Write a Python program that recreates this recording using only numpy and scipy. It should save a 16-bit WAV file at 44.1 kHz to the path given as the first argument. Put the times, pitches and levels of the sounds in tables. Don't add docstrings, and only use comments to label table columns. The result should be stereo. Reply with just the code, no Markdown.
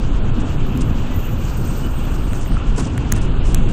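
import sys
import numpy as np
from scipy import signal
from scipy.fft import rfft, irfft, next_fast_len
from scipy.io import wavfile
from scipy.ndimage import uniform_filter1d

SR = 44100
rng = np.random.default_rng(int(sys.argv[2]) if len(sys.argv) > 2 else 0)


def generate_wav(signal):
    frames = np.transpose(np.atleast_2d(signal))
    scaled = np.clip(frames, -1, 1) * 32767
    pcm = np.round(scaled).astype(np.int16)
    wavfile.write(sys.argv[1], SR, pcm)


def amplitude_ratio(level_db):
    exponent = np.asarray(level_db, float) / 20
    return 10 ** exponent


N = 164052

# time_s, level_db
ROUGHNESS = [(0.0, -22.5), (0.42, -20), (1.81, -23.5), (1.87, -20.5), (1.9, -24), (2.15, -22.5),
             (2.22, -24), (2.69, -22.5), (2.72, -23), (3.01, -22), (3.69, -20.5), (3.72, -22)]


def rms_one(x):
    return x / np.sqrt(np.mean(x ** 2) + 1e-20)


def in_time(rows):
    return np.interp(np.arange(N) / SR, *np.transpose(rows))


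def at_hz(rows, hz, axis=1):
    rows = np.array(rows)
    return np.interp(np.log(hz), np.log(rows[:, 0]), rows[:, axis])


def drift(rate):
    r = np.exp(-80 * np.pi * rate / SR)
    chance = rng.standard_normal(N // 40 + 602)
    slow = signal.lfilter([1], [1, -2 * r, r * r], chance)[600:]
    return np.interp(np.arange(N) / 40, np.arange(len(slow)), rms_one(slow))


def ring(clicks, hz, t60):
    r, w = amplitude_ratio(-60 / (t60 * SR)), 2 * np.pi * hz / SR
    return signal.lfilter([0, np.sin(w)], [1, -2 * r * np.cos(w), r * r], clicks + 1e-18)


def pan(db):
    return amplitude_ratio(np.array([[db / 2], [-db / 2]]))


def swell(start, length, edge):
    t = np.arange(N) / SR - start
    return np.clip(np.minimum(t, length - t) / edge, 0, 1)


def dull(x, top_hz):
    return signal.sosfilt(signal.butter(8, min(top_hz, .45 * SR), fs=SR, output="sos"), x)


def noise(spectrum, low_hz, high_hz, patchy_db, rate, count):
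    # pitch_hz, likeness
    likeness_rows = [(60, 0.98), (130, .99), (290, 0.91), (640, 0.6), (1410, 0.25), (3100, 0.16),
                     (6820, 0.16), (15000, 0.51)]
    # pitch_hz, lead_rad
    lead_rows = [(150, -0.055), (690, -0.25), (1400, -2.23), (7000, -1.73)]
    # pitch_hz, balance_db
    lean_rows = [(60, 2), (250, 0.5), (550, -1.6), (1100, 3.5), (3000, 2.5), (15000, -0.5)]
    size = next_fast_len(N)
    hz = np.arange(size // 2 + 1) * SR / size + 1e-3
    alike = np.clip(at_hz(likeness_rows, hz), 0, .999)
    lean = amplitude_ratio(at_hz(lean_rows, hz) / 2)
    left, other = rfft(rng.standard_normal((2, size))) * amplitude_ratio(at_hz(spectrum, hz))
    delayed = np.exp(-1j * at_hz(lead_rows, hz)) * left
    right = alike * delayed + np.sqrt(1 - alike ** 2) * other
    pair = np.array([left * lean, right / lean])
    place = count * np.log(hz / low_hz) / np.log(high_hz / low_hz) - .5
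    together, out = drift(rate / 4), 0
    for k in range(count):
        share = np.cos(np.pi / 2 * np.clip(place - k, -1, 1)) ** 2
        flicker = np.exp(patchy_db / 8.686 * (.6 * together + drift(rate)))
        out = out + irfft(pair * share, size)[:, :N] * flicker
    return rms_one(out)


def body_boom():
    # time_s, level_db
    heave_rows = [(0.0, -22.5), (0.06, -17), (0.41, -18), (0.44, -26.5), (0.66, -14.5), (0.79, -36),
                  (0.81, -19), (1.36, -24), (2.47, -20.5), (2.55, -13), (2.6, -32), (2.69, -13.5),
                  (3.01, -40), (3.05, -21), (3.64, -13.5), (3.72, -19)]
    # pitch_hz, level_db_per_hz
    boom_rows = [(5.9, -23), (10, 4.5), (28, 0.5), (60, -10.5), (78, -45), (130, -120)]
    even_share, even_s = 1, .07
    boom = noise(boom_rows, 10.2, 51.3, patchy_db=1.8, rate=6.7, count=3)
    power = uniform_filter1d(np.mean(boom ** 2, 0), int(even_s * SR))
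    return amplitude_ratio(in_time(heave_rows) + 2.5) * rms_one(boom / power ** (even_share / 2))


def deck_rumble():
    # pitch_hz, level_db_per_hz
    rumble_rows = [(26, -38), (45, -2.5), (65, -4), (126, -7), (199, -13.5), (252, -13.5), (443, -24),
                   (480, -25), (620, -34), (1060, -120)]
    rumble = noise(rumble_rows, 39, 530, patchy_db=1.47, rate=22.7, count=5)
    return amplitude_ratio(in_time(ROUGHNESS) + 1.35) * rumble


def deck_swing_db():
    rough_db = in_time(ROUGHNESS)
    return rough_db - rough_db.mean()


def tyre_roar():
    # pitch_hz, level_db_per_hz
    roar_rows = [(280, -66), (480, -2), (614, -5), (687, -5.5), (1030, -5), (1110, -5), (1410, -5.5),
                 (2100, -19), (2730, -29), (4620, -120)]
    level_db, follows = -34.5, 0.33
    roar = noise(roar_rows, 434, 2090, patchy_db=0.64, rate=23.0, count=4)
    return amplitude_ratio(level_db + follows * deck_swing_db()) * roar


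def air_hiss():
    # pitch_hz, level_db_per_hz
    hiss_rows = [(2000, -1), (2800, 6), (3600, -2.5), (4600, -13.5)]
    level_db, follows, rise_db = -40.5, 0.48, 1.5
    hiss_db = level_db + follows * deck_swing_db() + rise_db * swell(2.9, 2, 0.31)
    return amplitude_ratio(hiss_db) * noise(hiss_rows, 1770, 5550, patchy_db=1.27, rate=13.0, count=2)


def window_seal():
    # time_s, level_db
    draught_rows = [(0.0, -52.5), (0.41, -53.5), (0.49, -49.5), (0.61, -54), (0.79, -53), (1.37, -49.5),
                    (1.65, -48), (1.78, -45.5), (2.02, -51), (3.04, -50.5), (3.25, -57), (3.46, -54),
                    (3.63, -51.5), (3.72, -54)]
    # pitch_hz, level_db_per_hz
    seal_rows = [(4200, 4), (5300, -1.5), (6500, 3.5), (8000, 1), (9000, -9), (9800, -22.5), (16000, -32)]
    seal = noise(seal_rows, 4000, 17000, patchy_db=2.73, rate=15.0, count=4)
    return amplitude_ratio(in_time(draught_rows) + 2.95) * seal


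def rustles():
    # start_s, length_s, rms_db, pan_db, top_hz
    strokes = [(0.154, 0.019, -55, -2, 9500), (0.395, 0.03, -43, -2, 9800), (0.805, 0.019, -34.5, -3, 9600),
               (0.818, 0.023, -45.5, 1.5, 9500), (2.136, 0.032, -44, -9, 9600),
               (2.34, 0.049, -47.5, -15, 13500), (2.398, 0.083, -46.5, -5, 12200),
               (2.759, .016, -39.5, 0, 11500), (2.773, 0.041, -30, 1, 11600),
               (2.812, 0.026, -37.5, 0, 11800), (2.835, 0.048, -39, 0, 8850),
               (3.147, 0.045, -44.5, -20, 12000), (3.208, 0.058, -43.5, -11, 12900),
               (3.442, 0.099, -44, 11.5, 10700), (3.685, 0.036, -42, 5, 9800)]
    # pitch_hz, level_db_per_hz
    cloth_rows = [(2500, -2), (4500, -1.5), (7500, 4), (9000, -2.5), (11500, -15), (15000, -16)]
    grain = noise(cloth_rows, 2200, 16000, patchy_db=1.5, rate=60.0, count=3)
    grain = grain * amplitude_ratio(2.0 * drift(250.0))
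    out = np.zeros((2, N))
    for s, length, db, pan_db, top_hz in strokes:
        out += amplitude_ratio(db) * pan(pan_db) * swell(s, length, 0.16 * length) * dull(grain, top_hz)
    return out


def squeals():
    # start_s, end_s, width_hz, level_db
    whistles = [
        (.35, .6, 120, -66),
        (.65, .97, 120, -61),
        (.95, 1.15, 130, -62),
        (1.13, 2.07, 65, -52),
        (2.09, 2.41, 65, -55),
        (2.445, 2.52, 70, -54),
        (1.13, 2.4, 110, -61),
        (1.56, 2.57, 30, -51),
        (1.825, 1.875, 30, -42),
        (1.09, 1.19, 30, -50),
    ]
    pitches = [13250, 13280, 14600, 13690, 13640, 13600, 13150, 8295, 2960, 1980]
    steadiness = [0, 0, 0, 0, 0, 0, 0, .7, .95, .9]
    sag_per_s, edge_s, flicker_db, high_pan_db = .017, 0.013, 2, 8
    out, t = np.zeros((2, N)), np.arange(N) / SR
    for (start, end, width_hz, db), hz, steady in zip(whistles, pitches, steadiness):
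        pitch_hz = hz * (1 - sag_per_s * (t - start) * (hz < 9000))
        turn = 2 * np.pi * np.cumsum(pitch_hz) / SR
        cos, sin = np.cos(turn), np.sin(turn)
        a, b, c, d = (drift(width_hz) for k in range(4))
        first = 2 * steady * cos + (1 - steady) * (a * cos + b * sin)
        second = c * cos + d * sin
        both = np.array([first, .5 * first + .85 * (1 - steady) * second])
        both = both * pan(high_pan_db * (hz > 9000))
        flicker = flicker_db * (1.5 - steady / 2) * (drift(9.0) + .6 * drift(30.0))
        out += both * amplitude_ratio(db + flicker) * swell(start, end - start, edge_s)
    return out


def knocks():
    # start_s, peak_db, pitch_hz, t60_s
    pushes = [
        (2.569, -20.5, 1323, 0.037),
        (2.6, -29, 1280, 0.03),
        (2.621, -30, 1335, 0.081),
        (2.661, -34, 1350, 0.072),
        (2.781, -32, 955, 0.18),
        (0.751, -15.5, 253, 0.24),
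        (1.104, -16, 258, 0.094),
        (2.972, -13.5, 113, 0.31),
    ]
    out = np.zeros(N)
    for s, db, hz, t60 in pushes:
        click = np.zeros(N)
        click[int(s * SR)] = amplitude_ratio(db)
        out += ring(click, hz, t60)
    return out * pan(1.5)


def ticks():
    # start_s, peak_db, pan_db, length_s
    contacts = [(.7752, -26.5, -18, 0.0002), (2.3327, -19.5, -12, 0.0003), (2.4125, -29, 0, .0003),
                (2.4325, -31, 0, .0003), (2.461, -24, 2, 0.0004), (2.5205, -26, 11, 0.0004),
                (2.568, -31, 4, .0004), (2.616, -39, -2, .0003), (2.64, -42, 0, .0003),
                (2.6695, -33, -9, 0.0004), (2.675, -31, -8, 0.0004), (2.696, -39, 0, .0004),
                (2.7775, -39, 1, .0005), (2.7815, -31, 7, .001), (2.977, -25, -15, 0.0005),
                (2.9791, -16, -14, 0.0004), (3.1195, -15.5, -12, 0.0005), (3.123, -5, 10.5, 0.0009),
                (3.1362, -22, -4, 0.0003), (3.164, -26, -22, 0.0006), (3.5454, -11, 9, 0.0006),
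                (3.5461, -11, 13, 0.0006), (3.5466, -10, 11, 0.0004)]
    # low_modes_db, high_modes_db, main_ring_hz, top_hz
    colours = [(-25, 3, 7500, 16500), (6, 0, 7200, 15500), (-8, 3, 7800, 11000), (-6, -6, 6000, 9000),
               (-3, -6, 6500, 7800), (0, -6, 5500, 7200), (0, -6, 6000, 7000), (-10, -6, 7000, 8500),
               (-10, -6, 7000, 8000), (-10, -3, 7500, 10000), (-8, -3, 7000, 10500), (-10, -6, 7500, 8300),
               (-8, -3, 6000, 11500), (-8, -2, 7700, 14500), (-10, -3, 7500, 11500), (0, -6, 7000, 13500),
               (-4, 3, 6500, 16000), (-15, -10, 6490, 16500), (-6, -6, 7300, 9500), (-8, -3, 7300, 11500),
               (-10, -6, 6300, 16000), (-10, 3, 7600, 15500), (-4, -4, 7500, 15500)]
    # pitch_hz, level_db, t60_s
    modes = [(1840, 6, .004), (3020, 2, 0.0022), (4700, -14, .0015), (8300, -3, 0.0015),
             (10800, -9, 0.0014), (15000, -18, .0015)]
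    main_t60_s, rattle = .0024, 0.3
    tail_db, tail_t60_s = -30, .01
    size = 4000
    out, t = np.zeros((2, N + size)), np.arange(size) / SR
    draws = rng.standard_normal((len(contacts), 3, size))
    for (s, db, pan_db, length), (lows_db, highs_db, ring_hz, top_hz), draw in zip(contacts, colours, draws):
        push = (t == 0) + rattle * draw[0] * (t < length)
        push = push + amplitude_ratio(tail_db - 60 * t / tail_t60_s) * draw[1:]
        edge = np.diff(push, prepend=0)
        burst = ring(edge, ring_hz, main_t60_s)
        for hz, level_db, t60 in modes:
            mode_db = level_db + lows_db * (hz < 4000) + highs_db * (hz > 9000)
            burst = burst + amplitude_ratio(mode_db) * ring(push if hz < 4000 else edge, hz, t60)
        burst = dull(dull(burst, top_hz), top_hz)
        i = int(s * SR)
        out[:, i:i + size] += amplitude_ratio(db) * pan(pan_db) * burst / np.abs(burst).max()
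    return out[:, :N]


def jolts():
    # start_s, rms_db, t60_s
    thuds = [
        (.805, -22, 0.33),
        (2.8, -19.5, .2),
        (2.771, -17.5, 0.43),
        (3.15, -21, 0.46),
    ]
    # pitch_hz, level_db_per_hz
    thud_rows = [(120, -5), (280, 0.1), (450, -7), (1000, -18), (2000, -28)]
    t, level = np.arange(N) / SR, np.zeros(N)
    for s, db, t60 in thuds:
        level += swell(s, t60, 0.013) * amplitude_ratio(db - 60 * np.maximum(t - s, 0) / t60)
    return noise(thud_rows, 120, 2800, patchy_db=-6.0, rate=14.0, count=3) * level


def gate(x):
    threshold_db_per_hz, from_hz, band_hz = -93.5, 4100, 690
    dip_hz, usual_dip_db, follows = 6300, 4.4, .5
    window = np.sqrt(signal.get_window("hann", 2048))
    layout = dict(nperseg=2048, noverlap=1024, window=window, scaling="psd")
    hz, _, frames = signal.stft(x, SR, boundary="odd", **layout)
    loud_db = 10 * np.log10(np.mean(np.abs(frames) ** 2, axis=(0, 1)) + 1e-20)
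    dip_db = usual_dip_db + follows * (loud_db - loud_db.mean())
    band = ((hz - from_hz) // band_hz).astype(int)
    for k in range(band.max() + 1):
        power = 2 * np.mean(np.abs(frames[:, band == k]) ** 2, axis=(0, 1))
        threshold_db = threshold_db_per_hz + (from_hz + k * band_hz < dip_hz) * dip_db
        frames[:, band == k] *= power > amplitude_ratio(2 * threshold_db)
    return signal.istft(frames, SR, **layout)[1][:, :N]


def scene():
    ride = body_boom() + deck_rumble() + tyre_roar() + air_hiss() + window_seal()
    return gate(ride + rustles() + squeals() + knocks() + jolts()) + ticks()


def roll_off(x):
    return signal.sosfilt(signal.butter(12, 16490, fs=SR, output="sos"), x)


def record(dry):
    rounded = 1.56 * np.tanh(dry / 1.426)
    return roll_off(dull(rounded, 16400))


dry = scene()
out = record(dry)
generate_wav(out)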